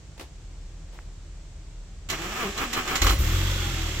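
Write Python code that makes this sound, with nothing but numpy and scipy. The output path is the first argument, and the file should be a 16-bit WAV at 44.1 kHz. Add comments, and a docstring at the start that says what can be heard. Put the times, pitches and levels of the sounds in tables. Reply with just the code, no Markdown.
"""In a parking lot, a cold car engine starts, heard from behind with its lid open.
Another engine idles nearby. After a scuff and a tick, the starter motor grinds in uneven surges
as it squeezes the air in the cylinders, and its gear clanks. The first firings thump from the pipes.
Then the engine speeds up and settles, with clattering valves and a hissing belt."""
import sys
import numpy as np
from scipy import signal
from scipy.fft import rfft, irfft, next_fast_len
from scipy.io import wavfile
from scipy.ndimage import map_coordinates

SR = 44100
rng = np.random.default_rng(int(sys.argv[2]) if len(sys.argv) > 2 else 0)


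def dump_mix(stems):
    """Bounce the given channels to the path in sys.argv[1] as a 16-bit WAV at rate SR."""
    frames = np.atleast_2d(stems).T  # one column per channel
    limited = np.clip(frames, -1, 1)  # hard clip at full scale
    pcm = np.round(limited * 32767).astype(np.int16)
    wavfile.write(sys.argv[1], SR, pcm)


N = 176400

# Tone colours: how strong each pitch is (f/Hz, level/dB)
LOT_TONE = [(60, -9.5), (160, 0), (230, -15), (300, -9.5), (450, -15), (1200, -23), (5000, -27),
            (7700, -25), (10000, -45.5), (15800, -54)]  # background hiss
RUMBLE_TONE = [(18, -23), (55, 5.5), (110, -5), (400, -86)]
SCUFF_TONE = [(120, -22), (280, 1), (750, 1), (1500, -8.5), (2600, -7.5), (4000, -10.5), (15000, -26.5)]
SPIT_TONE = [(8500, -46), (12000, 2), (14500, 3), (16000, -9)]
BAY_TONE = [(150, -36), (336, 0), (450, -9), (720, -12.5), (1400, -9.5), (2600, -7), (3300, -9.5),
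            (4700, -15), (7500, -13.5), (9500, -32.5), (13500, -25.5), (15800, -56)]  # metal in the engine bay
CHUG_TONE = [(120, 0.5), (360, 2), (700, -8.5), (1280, 3.5), (1750, -7), (2250, -2), (3100, -11),
             (4000, -25), (7500, -28.5), (9200, -34), (14000, -22.5)]  # straining starter
CLANK_TONE = [(300, 2.5), (600, -4), (3100, 2.5), (5000, -3.5), (7500, -1), (9200, -21), (13400, -10),
              (15800, -26)]
KNOCK_TONE = [(400, -53), (1200, 11.5), (1800, -4), (6000, -20)]  # engine and gear housing
PIPE_TONE = [(200, -8), (330, 3), (440, -25), (530, 3), (800, -25)]
MUFFLER_TONE = [(18, -28), (33, -1), (44, 3), (68, 2.5), (92, 2), (135, -6), (180, -20), (225, -15),
                (260, -25), (335, -16.5), (600, -53)]
BELT_COVER_TONE = [(2600, -27), (3350, 4), (4700, -27)]
# Notes of the engine's big starting gear (f/Hz, level/dB)
GEAR_NOTES = [(1109, -3), (1481, -4), (1996, -2), (2160, -4), (2981, -2), (3127, -3), (4148, -2),
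              (5707, -7), (7245, -10)]
# Short sounds (t/s, level/dB)
SCUFF_HITS = [(0.177, -44), (0.195, -35.5), (0.209, -39), (.225, -55)]
AIR_SPITS = [(3.037, -33.5), (3.106, -34), (3.187, -40)]
GEAR_HITS = [(2.088, -35), (2.099, -28.5), (2.575, -31.5), (2.73, -27), (2.876, -31.5), (2.954, -24),
             (3.017, -21), (3.066, -23.5), (3.094, -29)]
HOUSING_KNOCKS = [(3.046, -18), (3.068, -17), (3.107, -24.5)]
FIRST_FIRINGS = [(3.024, -14.5), (3.053, -11.5), (3.075, -15), (3.102, -14.5), (3.121, -15), (3.14, -17),
                 (3.159, -28), (3.204, -14)]
# The nearby engine fading in (t/s, level/dB)
NEARBY_LEVEL = [(.27, -61), (.36, -41.5)]
# Starter teeth meeting (t/s, tooth rate f/Hz, whine level/dB)
STARTER_TEETH = [(2.1, 112, -53), (2.2, 159, -40.5), (2.32, 205.9, -47.5), (2.38, 254.7, -50),
                 (2.46, 201.6, -32.5), (2.5, 192.3, -35.5), (2.55, 202.1, -73), (2.62, 263.2, -42.5),
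                 (2.71, 232.8, -38.5), (2.77, 262.5, -52), (2.84, 239.1, -44.5), (2.94, 259.1, -54),
                 (3, 266.2, -75)]
# Squeezes of air that strain the starter (peak t/s, half width/s, level/dB)
SQUEEZES = [(2.138, .013, -34), (2.26, .055, -40.5), (2.422, .045, -32.5), (2.622, .027, -30.5),
            (2.783, .026, -30.5), (2.926, .04, -30.5), (3.085, .033, -30.5)]
# Engine turns per second (t/s, f/Hz)
ENGINE_SPEED = [(3.1, 15), (3.2, 16.9), (3.298, 20.8), (3.4, 23.3), (3.474, 23.5), (3.592, 22.8),
                (3.794, 20.7), (4, 17.5)]
# How hard the engine works (t/s, exhaust level/dB, clatter level/dB)
ENGINE_EFFORT = [(3.0, -98, -74), (3.14, -31.5, -42), (3.24, -23, -35.5), (3.4, -24.5, -35),
                 (3.72, -28.5, -36.5), (4, -31.5, -37)]
# How alike the two ears' sounds are (f/Hz, likeness from 0 to 1)
EAR_LIKENESS = [(50, 0.97), (500, 0.89), (1500, 0.34), (4500, 0.028)]
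# The car's left-right balance (f/Hz, left minus right level/dB)
EAR_BALANCE = [(700, 1), (1300, 1), (2400, -3), (4400, -5)]


def amp(db):
    """Turn decibels into a multiplier."""
    return 10 ** (np.asarray(db) / 20)


def unit(x):
    """Scale to an average strength (rms) of 1."""
    return x / np.sqrt(np.mean(x ** 2) + 1e-20)


def clock():
    """The time of each sample."""
    return np.arange(N) / SR


def along(points, hz):
    """Read a table between its frequencies, on a log scale."""
    f, v = np.transpose(points)
    return np.interp(np.log(hz + 1), np.log(f + 1), v)


def curves(rows):
    """One value per sample for each column after the time."""
    s, *cols = np.transpose(rows)
    return [np.interp(clock(), s, c) for c in cols]


def wobble(rate):
    """A smooth curve through `rate` random values a second."""
    return map_coordinates(rng.standard_normal(4000), [clock() * rate], mode="wrap")


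def filtered(x, response):
    """Multiply each frequency in x by response(hz)."""
    m = next_fast_len(N + SR // 2)
    return irfft(rfft(x, m) * response(np.fft.rfftfreq(m, 1 / SR)), m)[..., :N]


def spread(pair, tone):
    """Give two unrelated signals a tone colour and blend them into stereo."""
    width = lambda hz: np.tan(np.arccos(np.clip(along(EAR_LIKENESS, hz), -.95, .999)) / 2)
    mid, side = filtered(pair, lambda hz: amp(along(tone, hz)) * np.array([np.ones_like(hz), width(hz)]))
    return np.array([mid + side, mid - side]) / np.std(mid)


def noise(tone):
    """Stereo noise with a tone colour."""
    return spread(rng.standard_normal((2, N)), tone)


def burst(start_s, rise_s, fade_s):
    """A loudness curve that rises, then falls 60 dB every fade_s."""
    t = np.maximum(clock() - start_s, 0)
    return (1 - np.exp(-t / rise_s)) * amp(-60 * t / fade_s)


def metal_taps(rate, scatter_db, jitter_s, fade_s):
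    """Slightly uneven taps, each ringing the same piece of metal."""
    beats = np.flatnonzero(np.diff(np.floor(np.cumsum(rate) / SR)))
    chance = rng.standard_normal((4000, 2))[:len(beats)]
    where = np.clip(beats + np.round(jitter_s * SR * chance[:, 0]).astype(int), 0, N - 1)
    taps = np.bincount(where, amp(scatter_db * chance[:, 1]), N)
    body = (rng.standard_normal((2, N)) * burst(0, 0.00087, fade_s))[:, :SR // 4]
    return signal.fftconvolve(taps[None], body, axes=1)[:, :N]


def whirr(rate, multiple, width_hz):
    """A narrow band of noise pitched at a multiple of the rate."""
    phase = 2 * np.pi * multiple * np.cumsum(rate) / SR
    return unit(wobble(width_hz) * np.sin(phase) + wobble(width_hz) * np.cos(phase))


def parking_lot(idle_hz=38.9):
    """A nearby engine throbs over the lot's steady rumble and hiss."""
    level_db, = curves(NEARBY_LEVEL)
    phase = 2 * np.pi * np.cumsum(idle_hz * (1 + 0.0328 * wobble(12))) / SR
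    throb = unit(sum(amp(db + 1.9 * wobble(25.15)) * np.cos(k * phase)
                     for k, db in enumerate([2.5, -10.5, -19, -25], 1)))
    return amp(level_db) * throb + amp(-47) * noise(RUMBLE_TONE) + amp(-52.5) * noise(LOT_TONE)


def scuff_and_tick(scrape_s=.92, tick_s=.99, tick_hz=1400):
    """A short gritty scuff, then a scrape ending in one dry tick."""
    scuff = sum(amp(db) * (burst(s, 0.0012, 0.041) + amp(-10.5) * burst(s, 0.0046, 0.2))
                for s, db in SCUFF_HITS)
    scrape = amp(-50) * burst(scrape_s, 0.014, 0.47)
    u = (np.pi * tick_hz * (clock() - tick_s)) ** 2
    tick = amp(-29) * (2 * u - 1) * np.exp(-u)
    return noise(SCUFF_TONE) * (scuff + scrape) + tick


def intake():
    """Air spits at the engine's inlet; the last spit trails off in a thin hiss."""
    spits = sum(amp(db) * burst(s, 0.0012, 0.12) for s, db in AIR_SPITS)
    trail = amp(-45) * burst(AIR_SPITS[-1][0], 0.012, 2.8)
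    return noise(SPIT_TONE) * (spits + trail)


def gear_ring():
    """The big steel gear rings with its own notes, shaken at random."""
    def note(hz):
        level = amp(2.5 * wobble(45))
        return level * np.sin(2 * np.pi * hz * clock() + 1.1 * wobble(55) + rng.uniform(0, np.pi, (2, 1)))
    return unit(sum(amp(db) * note(hz) for hz, db in GEAR_NOTES))


def starter(start_s=2.095, end_s=3.18):
    """Gear teeth rasp and whine; each squeeze of air strains them into a throaty chug."""
    tooth_hz, whine_db = curves(STARTER_TEETH)
    running = np.clip((clock() - start_s) / .008, 0, 1) * np.clip((end_s - clock()) / .05, 0, 1)
    strain = sum(amp(db) * np.exp(-((clock() - s) / width) ** 2 / 2) for s, width, db in SQUEEZES)
    taps = metal_taps(tooth_hz * (1 + .025 * wobble(50)), scatter_db=2, jitter_s=.00015, fade_s=.02)
    teeth = unit(taps) + amp(1.5) * rng.standard_normal((2, N))
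    rasp = amp(-40.5) * spread(teeth, BAY_TONE)
    phase = 2 * np.pi * np.cumsum(tooth_hz * (1 + 0.0334 * wobble(90))) / SR
    overtone = np.sin(2 * phase) * (tooth_hz < 215)  # only while the starter turns slowly
    whine = amp(whine_db + 2 * wobble(39.8)) * (np.sin(phase) + overtone)
    chug = amp(-0.5) * spread(teeth, CHUG_TONE) + amp(-9.5) * gear_ring()
    chug += amp(-13) * whirr(tooth_hz, multiple=5, width_hz=60)
    return running * (rasp + strain * chug + whine)


def clanks():
    """The starter's small gear slams into the big one; their housing knocks as the engine kicks."""
    crash = noise(CLANK_TONE) * sum(amp(db) * burst(s, 0.001, 0.15) for s, db in GEAR_HITS)
    knock = noise(KNOCK_TONE) * sum(amp(db) * burst(s, 0.00062, 0.035) for s, db in HOUSING_KNOCKS)
    ring = gear_ring() * sum(amp(db) * burst(s, 0.0007, 0.28) for s, db in GEAR_HITS)
    return crash + knock + amp(-6) * ring


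def first_firings(width_s=0.0045):
    """Each early firing pushes a thump of gas out of the pipes and makes them boom."""
    thumps, boom = np.zeros(N), np.zeros(N)
    for s, db in FIRST_FIRINGS:
        u = (clock() - s) / width_s
        thumps += amp(db) * (1 - u ** 2) * np.exp(-u ** 2 / 2)
        boom += amp(db) * burst(s - width_s, width_s, 0.13)
    return thumps + amp(-17.5) * boom * noise(PIPE_TONE)


def exhaust(speed):
    """Two firings per turn drone and puff through the muffler, which smears the higher notes."""
    phase = 2 * np.pi * np.cumsum(speed) / SR
    uneven = phase + .03 * wobble(45)
    drone = np.zeros(N)
    for k in range(2, 17, 2):
        level = amp(along(MUFFLER_TONE, k * speed) + 1.23 * wobble(18))
        smear = rng.uniform(0, 2 * np.pi) * (k > 4)
        drone -= level * np.sin(k * uneven + smear)
    puffs = (1 + np.cos(2 * phase)) * (amp(-13) * noise(MUFFLER_TONE) + amp(-22) * noise(PIPE_TONE))
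    return drone / np.std(drone[speed > ENGINE_SPEED[0][1]]) + puffs


def engine():
    """Burning fuel knocks, valves clatter and the belt whirrs, all in step with the turning engine."""
    speed, = curves(ENGINE_SPEED)
    exhaust_db, clatter_db = curves(ENGINE_EFFORT)
    phase = 2 * np.pi * np.cumsum(speed) / SR
    knock = amp(-14) * noise(KNOCK_TONE) * np.sin(phase) ** 4
    valves = spread(metal_taps(4 * speed, scatter_db=1.5, jitter_s=.00006, fade_s=0.086), BAY_TONE)
    hiss = noise(BAY_TONE) * amp(1.1 * np.cos(2 * phase))
    clatter = amp(clatter_db) * (amp(-7.5) * valves + amp(-1) * hiss)
    whirrs = whirr(speed, multiple=37, width_hz=15) + whirr(speed, multiple=64, width_hz=91)
    belt = (speed / speed.max()) ** 4 * (amp(-47.5) * whirrs + amp(-41) * noise(BELT_COVER_TONE))
    running = clock() > ENGINE_EFFORT[0][0]
    return running * (amp(exhaust_db) * (exhaust(speed) + knock) + clatter + belt)


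def scene(right_lead_s=.00007):
    """The engine is a little to the right, so it sounds brighter and earlier in that ear."""
    car = starter() + clanks() + first_firings() + engine() + intake()
    ears = np.array([[.5], [-.5]])  # left, right
    balance = lambda hz: amp(along(EAR_BALANCE, hz) * ears)
    delay = lambda hz: np.exp(-2j * np.pi * hz * right_lead_s * ears)
    return filtered(car, lambda hz: balance(hz) * delay(hz)) + parking_lot() + scuff_and_tick()


def record(dry):
    """Cut the very highest treble."""
    return filtered(dry, lambda hz: hz < 15850)


dry = scene()
out = record(dry)
dump_mix(out)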